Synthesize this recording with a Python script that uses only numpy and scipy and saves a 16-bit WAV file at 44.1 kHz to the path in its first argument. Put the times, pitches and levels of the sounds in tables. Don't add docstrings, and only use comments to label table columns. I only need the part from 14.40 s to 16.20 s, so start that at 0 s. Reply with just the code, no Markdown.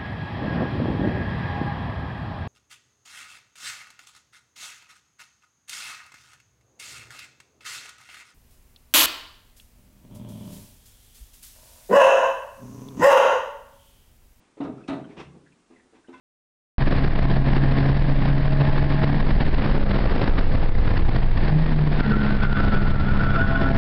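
import sys
import numpy as np
from scipy import signal
from scipy.fft import rfft, irfft
from scipy.io import wavfile
from scipy.ndimage import uniform_filter1d, minimum_filter1d

SR = 44100
rng = np.random.default_rng(int(sys.argv[2]) if len(sys.argv) > 2 else 0)


def unload_audio(sound):
    columns = np.transpose(np.atleast_2d(sound))
    steps = np.round(np.clip(columns, -1, 1) * 32767)
    wavfile.write(sys.argv[1], SR, steps.astype(np.int16))


N = 79380
TIME = np.arange(N) / SR
FREQS = np.maximum(np.fft.rfftfreq(N, 1 / SR), 1)
TILT_PIVOT_HZ = 348


def from_db(db):
    return 10 ** (np.asarray(db) / 20)


def unit_rms(x):
    return x / np.sqrt(np.mean(x ** 2) + 1e-20)


def at_hz(points, hz):
    freqs, values = np.transpose(points)
    return np.interp(np.log(hz), np.log(freqs), values)


def colour(points, treble_db=0):
    gain = unit_rms(from_db(at_hz(points, FREQS)))
    return gain * from_db(treble_db * np.maximum(np.log2(FREQS / TILT_PIVOT_HZ), 0))


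def noise_bands(spectrum=1):
    noise = irfft(rfft(rng.standard_normal((2, N))) * spectrum, N)
    edges_hz = np.geomspace(28, 14000, 19)
    bands = []
    for k, (low, high) in enumerate(zip(edges_hz, edges_hz[1:])):
        bandpass = signal.butter(2, [low, high], "band", fs=SR, output="sos")
        bands.append((np.sqrt(low * high), signal.sosfilt(bandpass, noise[k % 2])))
    return bands


def strike(start_s, modes, rise_s, hold_s=0.027, treble_db=0, pitch_ratio=1):
    age = np.maximum(TIME - start_s, 0)
    dying = np.maximum(age - hold_s, 0)
    ring = 0
    for hz, db, t60 in modes:
        tilt_db = treble_db * max(np.log2(hz / TILT_PIVOT_HZ), 0)
        ring += from_db(db + tilt_db - 60 * dying / t60) * np.sin(2 * np.pi * hz * pitch_ratio * age)
    return (1 - np.exp(-(age / rise_s) ** 2)) * ring


# freq_hz, level_db
ROOM_TONE_EQ = [(25, -8.5), (60, -3), (130, -6.5), (290, 1), (600, -9.5), (1200, -10), (2500, -16),
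                (4500, -19), (8000, -19.5), (10000, -22.5)]

def room_tone(level_db=-65):
    return from_db(level_db) * irfft(rfft(rng.standard_normal(N)) * colour(ROOM_TONE_EQ), N)


# freq_hz, t60_s
REVERB_DECAY = [(100, 1), (300, 1), (800, .6), (2000, 0.4), (8000, 0.42)]

def reverb(send, predelay_s=0.0091):
    age, tail = np.maximum(TIME - predelay_s, 0), 0
    for hz, noise in noise_bands():
        envelope = (age > 0) * from_db(-60 * age / at_hz(REVERB_DECAY, hz))
        tail += noise * envelope / np.sqrt(np.sum(envelope ** 2))
    return signal.fftconvolve(send, tail)[:N]


# pitch_hz, level_db
SQUEAK_TONES = [(1007, -45.5), (1497, -51), (2062, -54), (2640, -58), (3450, -62)]

def squeak(peak_s=1.745, rise_s=0.007, fall_s=0.016, jitter=0.0299, roughness=0.42):
    def waver():
        return unit_rms(uniform_filter1d(rng.standard_normal(N), size=70))
    age, tone = TIME - peak_s, 0
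    envelope = np.exp(-.5 * (np.minimum(age, 0) / rise_s) ** 2 - np.maximum(age, 0) / fall_s)
    for hz, db in SQUEAK_TONES:
        strength = from_db(db) * (1 + roughness * waver())
        pitch_hz = hz * (1 + jitter * waver())
        tone += strength * np.sin(2 * np.pi * np.cumsum(pitch_hz) / SR)
    return envelope * tone


# start_s, level_db, pitch_hz
SHELL_TICKS = [(0.204, -60, 3750), (0.212, -55.5, 2830), (0.375, -58.5, 1290), (0.405, -58, 1350),
               (0.438, -62.5, 2550), (0.639, -53, 1376), (0.64, -59.5, 3010), (0.705, -59.5, 2140),
               (0.778, -47, 2570), (0.805, -53.5, 3390), (0.841, -60, 2150), (0.864, -65, 2696),
               (1.062, -57.5, 1700), (1.118, -63, 2380), (1.357, -60, 1956), (1.396, -62, 1880),
               (1.642, -63, 1490), (1.673, -66, 3000)]

def ticks(width_hz=330, rise_s=0.0058):
    out, radius = 0, np.exp(-np.pi * width_hz / SR)
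    for start_s, db, hz in SHELL_TICKS:
        progress = np.maximum(TIME - start_s, 0) / rise_s
        resonance = [1, 0, -1, 1, -2 * radius * np.cos(2 * np.pi * hz / SR), radius * radius]
        creak = unit_rms(signal.sosfilt([resonance, resonance], rng.standard_normal(N)))
        out += from_db(db) * progress * np.exp(1 - progress) * creak
    return out


# peak_s, sigma_s, level_db, treble_db_per_octave
SLIDE_STROKES = [(0.0, 0.11, -66, 1), (0.244, 0.013, -56.5, 3), (0.412, .04, -65, 2),
                 (0.483, 0.0029, -49, 4.5), (0.718, 0.032, -56, .5), (0.771, 0.0037, -48, -1),
                 (0.784, 0.0076, -44, -.3), (0.807, .013, -41.5, 1), (0.838, 0.011, -48.5, 0.5),
                 (0.961, 0.018, -50, -6.5), (1.02, 0.031, -56.5, -6), (1.352, 0.046, -61.5, -.5),
                 (1.567, 0.023, -57, 0), (1.742, 0.013, -53, 0.1), (1.79, 0.016, -59, 1.5)]
# freq_hz, level_db
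SLIDE_EQ = [(50, -13.5), (130, -4.5), (270, 2.5), (430, 0.5), (600, -8), (1000, -5.5), (1400, -11.5),
            (2200, -13.5), (2670, -12.5), (2980, -20.5), (3400, -17.5), (4400, -26), (5600, -26),
            (6500, -34), (10000, -48)]

def slides(slips_per_s=3500, spread_db=1.5):
    sizes = from_db(spread_db * np.minimum(rng.exponential(1, N), 3)) * rng.choice([-1, 1], N)
    slips = sizes * (rng.random(N) < slips_per_s / SR)
    spectrum, out = rfft(unit_rms(slips)), 0
    for peak_s, sigma_s, db, treble_db in SLIDE_STROKES:
        swell = np.exp(-.5 * ((TIME - peak_s) / sigma_s) ** 2)
        out += from_db(db) * swell * irfft(spectrum * colour(SLIDE_EQ, treble_db), N)
    return out


# start_s, level_db
SETTLING_BUMPS = [(0.597, -54), (0.745, -56.5), (0.785, -54), (0.850, -48), (0.940, -60), (1.060, -65)]
# pitch_hz, level_db, t60_s
SUPPORT_MODES = [(74.3, -4.5, 0.32), (141.3, 2, 0.37), (172.7, -4, 0.95), (223, -5.5, 0.9)]

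def bumps():
    return sum(from_db(db) * strike(start_s, SUPPORT_MODES, rise_s=0.0087)
               for start_s, db in SETTLING_BUMPS)


def thud(centre_s=0.501, sigma_s=0.0051, level_db=-39.5, pitch_hz=63):
    age = TIME - centre_s
    return from_db(level_db) * np.exp(-.5 * (age / sigma_s) ** 2) * np.sin(2 * np.pi * pitch_hz * age)


# freq_hz, level_db
CLATTER_EQ = [(40, -39.5), (85, -29.5), (130, -10), (280, -1), (480, -8), (710, -4.5), (800, -8),
              (1000, -10), (1320, -10.5), (1700, -17.5), (2600, -19.5), (3200, -23), (3950, -20),
              (4500, -34), (10000, -45.5)]
# freq_hz, t60_s
CLATTER_DECAY = [(100, 0.39), (400, 0.29), (1500, 0.13), (8000, 0.061)]

def clatter(hits, attack_s=0.0039, hold_s=0.016):
    bands, out = noise_bands(colour(CLATTER_EQ)), 0
    for start_s, db, treble_db, bass_db in hits:
        age = np.maximum(TIME - start_s, 0)
        attack = np.minimum(age / attack_s, 1)
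        dying = np.maximum(age - hold_s, 0)
        for hz, noise in bands:
            octaves = np.log2(hz / TILT_PIVOT_HZ)
            tilt_db = treble_db * octaves if octaves > 0 else -bass_db * octaves
            out += attack * noise * from_db(db + tilt_db - 60 * dying / at_hz(CLATTER_DECAY, hz))
    return out


# start_s, level_db, pitch_ratio
FINGER_TAPS = [(0.1700, -46, 1.24), (1.301, -50, 0.99), (1.447, -62.5, 1.06), (1.526, -56, 1.3),
               (1.6840, -42.5, 1.014)]
# pitch_hz, level_db, t60_s
WALL_MODES = [(257.3, -0.5, 0.34), (342.6, -0.5, 0.27), (422.5, -5.5, 0.19), (649, -21, 0.072)]

def taps(clatter_db=-8, treble_db=-1, bass_db=-6.5):
    ring = sum(from_db(db) * strike(start_s, WALL_MODES, rise_s=0.0012, hold_s=0.0066, pitch_ratio=ratio)
               for start_s, db, ratio in FINGER_TAPS)
    hits = [(start_s, db + clatter_db, treble_db, bass_db) for start_s, db, _ in FINGER_TAPS]
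    return ring, clatter(hits)


# start_s, ring_db, clatter_db, treble_db_per_octave, bass_db_per_octave_down, pitch_ratio
HOUSING_KNOCKS = [(0.2014, -27.5, -31.5, -4, -4, 1.006), (0.246, -32.5, -37, -3, 5.5, 0.96),
                  (0.270, -37, -42.5, -5, 10.5, 0.97), (0.4830, -26, -33, 1, 1, .99),
                  (0.527, -39.5, -41.5, 0, 2, 1.0), (0.570, -36.5, -43, -15, 3.5, 1.05)]
# pitch_hz, level_db, t60_s
HOUSING_MODES = [(133.8, -16.5, 0.83), (175.8, -18.5, 0.48), (233.5, -18, 0.76), (255.8, -7.5, 0.48),
                 (278, 1, .22), (314, -10.5, 0.62), (411, -15.5, 0.93), (561, -14, 0.3), (655, -11.5, 0.44),
                 (722.6, -17.5, 0.53), (904, -19, 0.35), (972, -18.5, 0.21), (1268, -16, 0.2),
                 (1297, -21.5, 0.23), (1370, -21, .25), (1995, -30.5, .25), (2694, -27, 0.046)]

def knocks(rise_s=0.0039):
    ring, hits = 0, []
    for start_s, ring_db, clatter_db, treble_db, bass_db, ratio in HOUSING_KNOCKS:
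        body = strike(start_s, HOUSING_MODES, rise_s, treble_db=treble_db, pitch_ratio=ratio)
        ring += from_db(ring_db) * body
        hits.append((start_s, clatter_db, treble_db, bass_db))
    return ring, clatter(hits)


def scene():
    knock_ring, knock_rattle = knocks()
    tap_ring, tap_rattle = taps()
    ring = knock_ring + tap_ring + thud() + bumps()
    rattle = knock_rattle + tap_rattle
    friction = slides() + ticks() + squeak()
    send = from_db(-18.5) * ring + from_db(-6) * rattle + from_db(-9.5) * friction
    return (ring + rattle + friction + reverb(send) + room_tone())[None]


def limiter(x, ceiling_db=-19.5, release_db_per_s=154.5, lookahead_s=0.0011):
    over_db = np.maximum(20 * np.log10(np.abs(x) + 1e-9) - ceiling_db, 0)
    ramp_db = release_db_per_s * TIME
    gain_db = ramp_db - np.maximum.accumulate(over_db + ramp_db, axis=-1)
    window = int(2 * lookahead_s * SR) + 1
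    return x * from_db(uniform_filter1d(minimum_filter1d(gain_db, window), window))


def record(dry, cutoff_hz=10050):
    lowpass = signal.ellip(12, .2, 80, cutoff_hz, fs=SR, output="sos")
    return signal.sosfilt(lowpass, limiter(dry))


dry = scene()
out = record(dry)
unload_audio(out)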